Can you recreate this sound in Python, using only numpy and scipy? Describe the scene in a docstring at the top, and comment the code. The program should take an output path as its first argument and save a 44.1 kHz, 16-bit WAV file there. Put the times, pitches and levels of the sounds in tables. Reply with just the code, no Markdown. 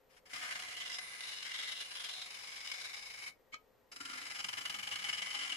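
"""Turning a wooden bowl

A gouge peels a spinning bowl blank on a lathe in a small workshop. Tearing fibres excite the modes
of the tool, its rest and the wood; end grain comes round twice a turn and makes the edge bite harder,
and the curling shaving squeals. Between two cuts the tool is set down on the rest. Throughout, the
motor hums and its drive whistles faintly."""
import sys
import numpy as np
from scipy import signal
from scipy.fft import rfft, irfft, next_fast_len
from scipy.io import wavfile
from scipy.ndimage import uniform_filter1d

SR = 44100
rng = np.random.default_rng(int(sys.argv[2]) if len(sys.argv) > 2 else 0)


def bounce(signal):
    """Save signal as a 16-bit WAV file at the path given by the first command-line argument."""
    frames = np.transpose(np.atleast_2d(signal))
    limited = np.clip(frames, -1, 1)
    pcm = np.round(limited * 32767).astype(np.int16)
    wavfile.write(sys.argv[1], SR, pcm)


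N = 245195
NOMINAL_FORCE_DB, MODE_WANDER_DB = -47, 1.6


def amp(db):
    """Amplitude ratio of a level in decibels."""
    return 10 ** (np.asarray(db) / 20)


def unit_rms(x):
    """Normalisation to unit power."""
    return x / np.sqrt(np.mean(x ** 2) + 1e-20)


def in_time(rows):
    """Linear interpolation of rows (time_s, values...): one curve per value column."""
    times, *columns = np.transpose(rows)
    return np.array([np.interp(np.arange(N) / SR, times, column) for column in columns])


def colour(x, points):
    """Spectral shaping by a curve of (frequency_hz, gain_db) on a logarithmic frequency axis."""
    size = next_fast_len(N)
    hz = np.maximum(np.arange(size // 2 + 1) * SR / size, 1)
    point_hz, point_db = np.transpose(points)
    gain = amp(np.interp(np.log(hz), np.log(point_hz), point_db))
    return irfft(rfft(x, size) * gain, size)[..., :N]


def cutoff(x, order, hz, kind="low"):
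    """Maximally flat low-pass or high-pass filter."""
    return signal.sosfilt(signal.butter(order, hz, kind, fs=SR, output="sos"), x)


def drift(rate_hz):
    """Random modulation: low-passed noise of unit spread."""
    step = 40
    r = np.exp(-2 * np.pi * step * rate_hz / SR)
    slow = signal.lfilter([1], [1, -2 * r, r * r], rng.standard_normal(N // step + 2002))[2000:]
    return np.interp(np.arange(N) / step, np.arange(len(slow)), unit_rms(slow))


def resonator(hz, width_hz):
    """Filter coefficients of a damped oscillator with unit peak gain."""
    r = np.exp(-np.pi * width_hz / SR)
    return [(1 - r * r) / 2, 0, (r * r - 1) / 2], [1, -2 * r * np.cos(2 * np.pi * hz / SR), r * r]


def resonance(x, hz, width_hz):
    """Forced response of one mode."""
    return signal.lfilter(*resonator(hz, width_hz), x)


def lathe():
    """Machine noise: broadband rumble, narrow bands of motor hum and the drive's phase-modulated whistle."""
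    # rumble spectrum: frequency_hz, density_db
    rumble = [(12, -57), (20, 1.5), (53, -6), (76, -6.5), (223, -9.5), (263, -5.5), (347, -13), (525, -7.5),
              (620, -8.5), (940, -9.5), (1460, -15.5), (11500, -33.5), (12030, -17), (12600, -43),
              (15000, -60)]
    # motor bands: centre_hz, width_hz, level_db
    motor = [(436.7, 34, -80), (514, 25, -78), (875, 6.7, -102), (1880, 18, -91)]
    white = rng.standard_normal((3, N))
    noise = amp(-72.5) * unit_rms(colour(white, rumble))
    for hz, width_hz, db in motor:
        noise += amp(db) * unit_rms(resonance(white, hz, width_hz))
    whistle_hz, whistle_db = 12023, -84
    whistle = np.sin(2 * np.pi * whistle_hz * np.arange(N) / SR + .9 * drift(12))
    stereo = .75 * noise[0] + .65 * noise[1:]
    return stereo + amp(whistle_db + .74 * drift(27)) * whistle


def bites():
    """Quasi-periodic forcing: end grain meets the edge each half turn. 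Rows: start_s, level_db, length_s."""
    # single bites and catches: start_s, level_db, length_s
    catches = [(0.092, -55.5, 0.037), (0.1201, -55.5, 0.045), (0.1615, -48.5, 0.023), (0.2534, -46, 0.017),
               (0.331, -30, 0.012), (0.3592, -32.5, 0.01), (0.446, -35, 0.0099), (0.552, -30.5, .014),
               (0.594, -30, 0.0075), (0.621, -28.5, 0.0061), (0.7085, -34, 0.012), (.763, -43, .015),
               (0.7982, -33, 0.019), (0.9832, -29.5, 0.0083), (1.2052, -29.5, 0.0043),
               (1.424, -33.5, 0.008), (1.514, -32.5, 0.0066), (1.996, -41, 0.0076), (2.1635, -35.5, 0.0055),
               (2.6719, -30, 0.0043), (2.7143, -29, 0.0078), (2.735, -36.5, 0.014), (2.847, -33.5, 0.011),
               (2.963, -36, 0.015), (2.982, -38, .015), (3.136, -35, 0.009), (3.915, -36.5, 0.016),
               (3.959, -33, 0.01), (4.001, -33, 0.016), (4.172, -33.5, 0.016), (4.385, -30, 0.016),
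               (4.395, -35, 0.0061), (4.399, -30, 0.012), (4.441, -25.5, 0.011), (4.484, -26, 0.011),
               (4.527, -26.5, 0.013), (4.569, -28.5, 0.021), (4.606, -30, 0.014), (4.651, -27.5, 0.013),
               (4.695, -26, 0.012), (4.74, -28, 0.012), (4.784, -30.5, 0.017), (4.826, -29.5, 0.015),
               (4.869, -28, 0.012), (4.909, -29, 0.021), (4.955, -26.5, 0.0079), (4.985, -31.5, 0.017),
               (5.038, -28.5, 0.016), (5.084, -25.5, 0.016), (5.127, -26, 0.012), (5.17, -30.5, 0.022),
               (5.216, -28.5, 0.015), (5.219, -29, 0.0019), (5.257, -29.5, 0.012), (5.268, -29.5, 0.0048),
               (5.301, -29, 0.014), (5.339, -28, 0.02), (5.386, -30, 0.019), (5.428, -32.5, 0.015),
               (5.473, -34, .01), (5.493, -30, 0.012), (5.517, -27.5, 0.011), (5.526, -32, 0.0039)]
    # runs of bites: first_s, last_s, first_db, last_db, length_s, alternate_drop_db
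    runs = [(0.289, 0.415, -37.5, -43.5, 0.041, -7), (0.5026, 0.9806, -34, -36.5, 0.015, 4),
            (1.224, 1.354, -37.5, -36.5, 0.029, 1), (1.448, 1.8442, -37.5, -36.5, 0.019, 3),
            (1.906, 2.127, -38.5, -35.5, 0.017, -2), (2.212, 2.645, -34.5, -36.5, 0.012, 1),
            (2.796, 2.93, -36, -38.5, 0.023, -1.5), (3.019, 3.097, -37, -36.5, .016, 2.5),
            (3.171, 3.259, -41, -35, 0.03, -0.5), (4.05, 4.132, -30.5, -33, 0.011, 6),
            (4.204, 4.343, -33, -34, 0.026, -1.5), (5.405, 5.446, -33, -38, 0.025, -5.5)]
    half_turn_s, scatter_s, scatter_db = .04325, .0015, 1.8
    rows = list(catches)
    for first_s, last_s, first_db, last_db, length_s, alternate_drop_db in runs:
        count = round((last_s - first_s) / half_turn_s) + 1
        scatter = rng.standard_normal((count, 2)) * [scatter_s, scatter_db]
        starts = np.linspace(first_s, last_s, count) + scatter[:, 0]
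        levels = np.linspace(first_db, last_db, count) + scatter[:, 1]
        levels[1::2] -= alternate_drop_db
        rows += zip(starts, levels, np.full(count, length_s))
    return rows


def cutting_force():
    """Incoherent addition: the powers of steady peeling and of bites sum to the force envelope squared."""
    # steady peeling, one list per cut: time_s, level_db
    cuts = [
        [(0.27, -64), (0.36, -47.5), (0.48, -42.5), (1.1, -47.5), (1.45, -46.5), (1.81, -47.5), (2.43, -47),
         (2.82, -48), (3.28, -50), (3.36, -85)],
        [(3.93, -57), (3.974, -57), (4.096, -45), (4.392, -49.5), (4.932, -45), (5.062, -43), (5.56, -44.5)],
    ]
    outline = []
    for cut in cuts:
        outline += [(cut[0][0] - .01, -110), *cut, (cut[-1][0] + .0068, -110)]
    peeling = amp(in_time(outline)[0] + 1.5 + 1.6 * drift(112)) ** 2
    biting = np.zeros(N)
    t = np.arange(int(.06 * SR)) / SR
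    centre_s, lead_s = .03, .003
    let_go = 1 - .5 * np.exp(-((t - centre_s) / .005) ** 2)   # the shaving lets go just before each bite
    for start_s, db, length_s in bites():
        rise = (1 - np.exp(-t / (.24 * length_s))) ** 2
        fall = np.exp(-(t / max(length_s, .003)) ** 3)
        bite, dip = int(start_s * SR), int((start_s - lead_s - centre_s) * SR)
        biting[bite:bite + len(t)] += amp(db - 6.5) ** 2 * (rise * fall)[:N - bite]
        peeling[dip:dip + len(t)] *= let_go[:N - dip]
    return np.sqrt(peeling + biting)


def fibres(per_s, spread_db):
    """Shot noise: fibres snap as random impulses of uneven size."""
    sizes = amp(spread_db * np.minimum(rng.exponential(1, (3, N)), 5)) * rng.standard_normal((3, N))
    return unit_rms(sizes * (rng.random((3, N)) < per_s / SR))


def tearing(snaps, force, mean_force):
    """Amplitude-modulated shot noise: the lows follow each bite, the top less so; a light touch is dull."""
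    # tearing spectrum: frequency_hz, density_db
    spectrum = [(180, -63), (300, -16), (507, -24.5), (932, -8), (1030, -2.5), (1450, -12), (1880, -2.5),
                (2150, 4), (2620, 0.5), (2940, -6), (3600, -11), (4520, -3.5), (5310, -6.5), (7600, -8),
                (8250, -11), (9000, -6.5), (10400, -13), (11300, -16.5), (15200, -64)]
    broad = unit_rms(colour(snaps, spectrum))
    low = cutoff(broad, 2, 8500)
    excess = (force / amp(NOMINAL_FORCE_DB)) ** .053 - 1   # the treble grows faster than the force
    crisp = cutoff(low, 2, 2680, "high") * force * excess
    contact = np.minimum(mean_force / amp(-78), 1)
    top = (broad - low) * contact * force ** .42 * mean_force ** .62
    return amp(-8) * (low * force + crisp + top)


def dust_hiss(force, mean_force):
    """High-passed noise of the finest dust, modulated mainly by the mean force."""
    # hiss envelope: time_s, gain_db
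    level = [(0.3, -15), (0.9, -21), (1.5, -22), (2.0, -19), (2.6, -16), (3.3, -14), (3.95, -16),
             (4.4, -16), (4.8, -10.5), (5.2, -21), (5.55, -25)]
    top = cutoff(rng.standard_normal((3, N)), 4, 11000, "high")
    hiss = colour(top, [(11000, -8), (13000, -6), (15000, -15.5)])
    return hiss * amp(in_time(level)[0]) * force ** .33 * mean_force ** .6


def squeal_curve():
    """Envelope and glide of the squeal over each push of the tool. Rows: time_s, gain_db, pitch_hz."""
    # pushes: start_s, end_s, gain_db, from_hz, to_hz
    pushes = [(0.73, 1.008, -3, 2940, 3560), (1.178, 1.467, -2.5, 3560, 3740),
              (1.467, 1.878, 2.5, 3370, 3600), (1.924, 2.306, 1, 3200, 3770),
              (2.534, 3.1, -6.5, 3400, 3860), (3.953, 4.298, -15, 3830, 3620),
              (4.403, 5.1, -28, 3340, 3200)]
    fade_share, idle_db = .19, -9.5
    rows = []
    for start_s, end_s, db, from_hz, to_hz in pushes:
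        ends_db = min(db, idle_db)
        for part, gain_db in (0, ends_db), (fade_share, db), (1 - fade_share, db), (1, ends_db):
            rows.append((start_s + (end_s - start_s) * part, gain_db, from_hz + (to_hz - from_hz) * part))
    return rows


def squeal(drive):
    """Time-varying resonance: the curling shaving rings at a gliding pitch."""
    gain_db, pitch_hz = in_time(squeal_curve())
    drive = drive * amp(gain_db + 5.5 + MODE_WANDER_DB * drift(.34))
    out, state = np.zeros_like(drive), np.zeros((len(drive), 2))
    for i in range(0, N, 256):
        b, a = resonator(pitch_hz[i], width_hz=320)
        out[:, i:i + 256], state = signal.lfilter(b, a, drive[:, i:i + 256], zi=state)
    return out


def ringing(drive, force):
    """Modal superposition: snapping fibres drive the resonances of tool, rest, wood and shavings."""
    # mode groups: pitch_hz, width_hz, level_db, partner (-1 low, 1 high, 0 none)
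    bed = [(115, 25, 0, 0), (195, 25, -1, 0)]
    rest = [(283, 36, 1.2, 0), (1394, 47, 11.7, 0), (7080, 240, 4.8, 0)]
    hollow = [(742, 26, 1, 0)]
    wood = [(830, 36, 1.5, 1), (1110, 90, -26, -1), (1266, 24, 2, 0)]
    rim = [(1530, 45, -8.5, 0), (1700, 260, 11.5, 0)]
    shank = [(2048, 63, 16, -1), (2192, 29, 6.4, 1), (2236, 33, 5.9, 1)]
    flute = [(2869, 40, 11.5, -1), (2930, 60, 8, 1), (3010, 70, 10.5, 1)]
    curl = [(3200, 46, 0, 0), (3370, 99, -5, 0), (3573, 51, -4, 0), (3753, 110, -1, 0), (4340, 76, -12, 0)]
    edge = [(3996, 52, 0.0045, 0)]
    tip = [(5155, 180, -4, 0), (4660, 110, -2.5, 0), (5000, 93, -1.5, 0), (5060, 40, 2.5, 0)]
    shavings = [(9980, 180, -20.5, 0), (9230, 370, -15.5, 0)]
    # group envelopes: time_s, gain_db
    bed_level = [(0.3, -24), (1.3, -28), (1.8, -30), (2.2, -30), (4.35, -22), (4.75, -17), (5.15, -23),
                 (5.55, -30.5)]
    rest_level = [(0.3, -22), (0.9, -35), (2.1, -41), (2.3, -37), (3.3, -41), (3.95, -14.5), (4.01, -8),
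                  (4.17, -13.5), (4.27, -19), (5.3, -29.5), (5.42, -19), (5.55, -20.5)]
    hollow_level = [(0.3, -10.5), (0.6, -14.5), (0.9, -12.5), (1.2, -18), (1.6, -37), (1.8, -16.5),
                    (2.2, -14), (2.45, -32), (2.8, -16), (3.3, -29), (3.95, -19), (4.3, -30), (4.45, -32),
                    (5.55, -46)]
    wood_level = [(0.3, -15), (0.5, -8), (0.7, -23), (2.2, -21), (3.3, -16), (3.95, -26), (4.4, -13),
                  (5.15, -13), (5.55, -16)]
    rim_level = [(0.3, -12.5), (0.55, -8.5), (0.7, -18), (1.2, -14.5), (1.6, -14.5), (2.2, -16.5),
                 (2.7, -18), (3.3, -18.5), (3.95, -13), (4.4, -13.5), (5.0, -14.5), (5.55, -17.5)]
    shank_level = [(0.27, -24), (0.34, -12), (0.6, -12), (1.1, -8.5), (1.4, -12), (1.6, -0.5), (1.9, -21),
                   (2.4, -11.5), (2.6, -7.5), (2.72, 0), (3.0, -7.5), (3.3, -3), (3.95, -22), (4.15, -10),
                   (4.35, -10), (4.8, -9.5), (5.2, -7.5), (5.55, -9)]
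    flute_level = [(0.3, -16.5), (0.65, -22), (0.82, -8), (1.1, -16), (1.3, -10), (1.8, -6), (2.0, -13),
                   (2.1, -14.5), (2.6, -20), (2.68, -8.5), (2.76, -19.5), (3.3, -19), (3.95, -12),
                   (4.3, -16.5), (4.45, -10.5), (5.0, -11), (5.55, -9.5)]
    edge_level = [(0.299, -20), (0.6, -9), (1.0, -5), (1.15, -12), (1.3, -1), (1.45, -4), (1.6, -11),
                  (1.95, -1), (2.05, -7), (2.2, 4), (2.35, -11), (2.85, -3.5), (3.3, -18), (3.95, -18),
                  (4.1, -12), (4.3, -13), (5.55, -19)]
    tip_level = [(0.3, -13), (0.7, -19), (0.85, -10), (0.94, -1.5), (1.05, -12.5), (1.5, -9.5), (2.3, -10),
                 (2.6, -5), (2.72, -3.5), (3.05, -4.5), (3.3, -9.5), (3.95, -5), (4.2, -13), (4.45, -7.5),
                 (4.75, -14.5), (4.95, -12.5), (5.55, -14.5)]
    shavings_level = [(0.3, 6), (0.85, -1), (1.05, 14), (1.3, 11.5), (1.5, -1), (1.7, 11), (1.95, 10.5),
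                      (2.15, 4), (3.3, 5), (3.95, 5), (4.35, 0), (5.55, 1)]
    # the tool's overhang hands energy from low to high partners: time_s, overhang_share
    overhang = [(0.3, 0.2), (1.1, 0.32), (1.3, 0.5), (2.0, 0.41), (2.3, 0.84), (3.3, 0.92), (3.95, 0.42),
                (4.35, 0.63), (4.55, 0.58), (4.75, 0.82), (5.55, 0.55)]
    groups = [(bed, bed_level), (rest, rest_level), (hollow, hollow_level), (wood, wood_level),
              (rim, rim_level), (shank, shank_level), (flute, flute_level), (curl, squeal_curve()),
              (edge, edge_level), (tip, tip_level), (shavings, shavings_level)]
    high = np.clip(in_time(overhang)[0], .03, .97)
    share = {-1: 1 - high, 0: 1, 1: high}
    squeal_hz = in_time(squeal_curve())[1]
    out = np.zeros((3, N))
    for modes, level in groups:
        group_db = in_time(level)[0]
        for hz, width_hz, db, partner in modes:
            noise_gain = np.sqrt(SR / (np.pi * width_hz))   # white drive keeps its rms
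            gain = noise_gain * share[partner] * amp(group_db + db - 11 + MODE_WANDER_DB * drift(6.8))
            if modes is curl:   # strongest near the squeal's pitch
                gain *= amp(-6 * ((squeal_hz - hz) / 400) ** 2)
            if modes is flute:   # answers hard bites more than in proportion
                gain *= (force / amp(NOMINAL_FORCE_DB)) ** .5
            out += resonance(gain * drive, hz, width_hz)
    return out


def gouge():
    """Source and filter: one cutting force scales the squeal, the modes, the tearing and the hiss."""
    force = cutting_force()
    mean_force = np.sqrt(uniform_filter1d(force ** 2, size=3000))   # running rms
    snaps = fibres(per_s=18000, spread_db=2.5)
    drive = snaps * force
    rings = cutoff(squeal(drive) + ringing(drive, force), 4, 11000)
    other_snaps = snaps[:, ::-1]   # reversed, so uncorrelated with the drive
    return rings + tearing(other_snaps, force, mean_force) + dust_hiss(force, mean_force)


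def tool_set_down():
    """Friction and impact: steel slides onto the rest and knocks once; both excite the tool's modes."""
    # sliding friction: time_s, level_db
    slide = [(3.518, -75), (3.527, -55), (3.535, -48), (3.546, -50), (3.559, -55), (3.578, -73)]
    # tool modes: pitch_hz, knock_db, rub_db, t60_s
    modes = [(270, -62, -20, .04), (650, -68, -24, .04), (1262, -42, -9, .085), (1610, -66, -20, .05),
             (2236, -54, 3, .07), (2480, -60, -9, .04), (3040, -50, -7, .025), (4050, -55, -13, .025),
             (4900, -62, -22, .025), (5460, -55, -19, .025), (6760, -56, -20, .03)]
    knock_s, crack_decay_s = 3.5428, .0026
    start = int(slide[0][0] * SR)
    t = slide[0][0] + np.arange(8000) / SR
    white = rng.standard_normal((3, len(t)))
    rub = amp(np.interp(t, *np.transpose(slide), right=-120)) * white
    click = np.zeros(len(t))
    click[int(knock_s * SR) - start] = 1
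    crack = amp(-39) * (t > knock_s) * np.exp(-np.abs(t - knock_s) / crack_decay_s) * white[:, ::-1]
    rings = resonance(amp(-20) * rub + crack, hz=3500, width_hz=4000)
    for hz, knock_db, rub_db, t60_s in modes:
        width_hz = np.log(1000) / (np.pi * t60_s)
        click_gain = SR / (2 * np.pi * width_hz)   # a unit click rings at height 1
        drive = amp(knock_db) * click_gain * click + amp(rub_db) * np.sqrt(2 * click_gain) * rub
        rings += resonance(drive, hz, width_hz)
    out = np.zeros((3, N))
    out[:, start:start + len(t)] = cutoff(rings, 3, 7500)
    return out


def to_stereo(parts):
    """Partial coherence: of three parts (common, left, right), the common one reaches both sides."""
    # stereo image: time_s, left_minus_right_db, common_share
    image = [(0.0, 3.5, 0.22), (0.74, -2.5, 0.15), (1.2, -1, 0.05), (2.4, 0, 0.18), (3.0, 0.5, 0.1),
             (3.4, -1, 0.36), (3.72, 0.5, 0.25), (3.9, -0.5, 0.36), (5.56, 0, 0.28)]
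    pan_db, common = in_time(image)
    right_lag_s = .00029
    bass = cutoff(parts, 2, 500)   # long waves reach both sides much alike
    upper = parts - bass
    late = np.interp(np.arange(N) - right_lag_s * SR, np.arange(N), upper[0])
    pair = np.sqrt(common) * np.array([upper[0], late]) + np.sqrt(1 - common) * upper[1:]
    pair += .8 * bass[0] + .55 * bass[1:]
    return pair * amp(pan_db * [[.5], [-.5]])


def room(x, t60_s):
    """Reverberation: convolution with exponentially decaying noise, one tail a side."""
    t = np.arange(int(.3 * SR)) / SR
    tail = rng.standard_normal((2, len(t))) * amp(-60 * t / t60_s) * (t > .004)
    tail = signal.lfilter([1], [1, -.5], tail)   # softens the treble
    tail /= np.sqrt(np.sum(tail ** 2, axis=1, keepdims=True))
    return signal.fftconvolve(x, tail, axes=1)[:, :N]


def scene():
    """Superposition of the tool's direct sound, its reverberation and the running lathe."""
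    direct = to_stereo(gouge() + tool_set_down())
    return direct + amp(-17) * room(direct, t60_s=.17) + lathe()


def record(dry):
    """Equalisation and band limiting: the sides differ a little in colour, and the top is cut."""
    # stereo balance: frequency_hz, left_minus_right_db
    balance = [(60, -2.5), (240, 2.5), (940, 3), (3720, 3), (14700, -3.5)]
    sides = [colour(side, np.array(balance) * [1, share]) for side, share in zip(dry, (.5, -.5))]
    return signal.sosfilt(signal.ellip(12, .5, 60, 15100, fs=SR, output="sos"), sides)


dry = scene()
out = record(dry)
bounce(out)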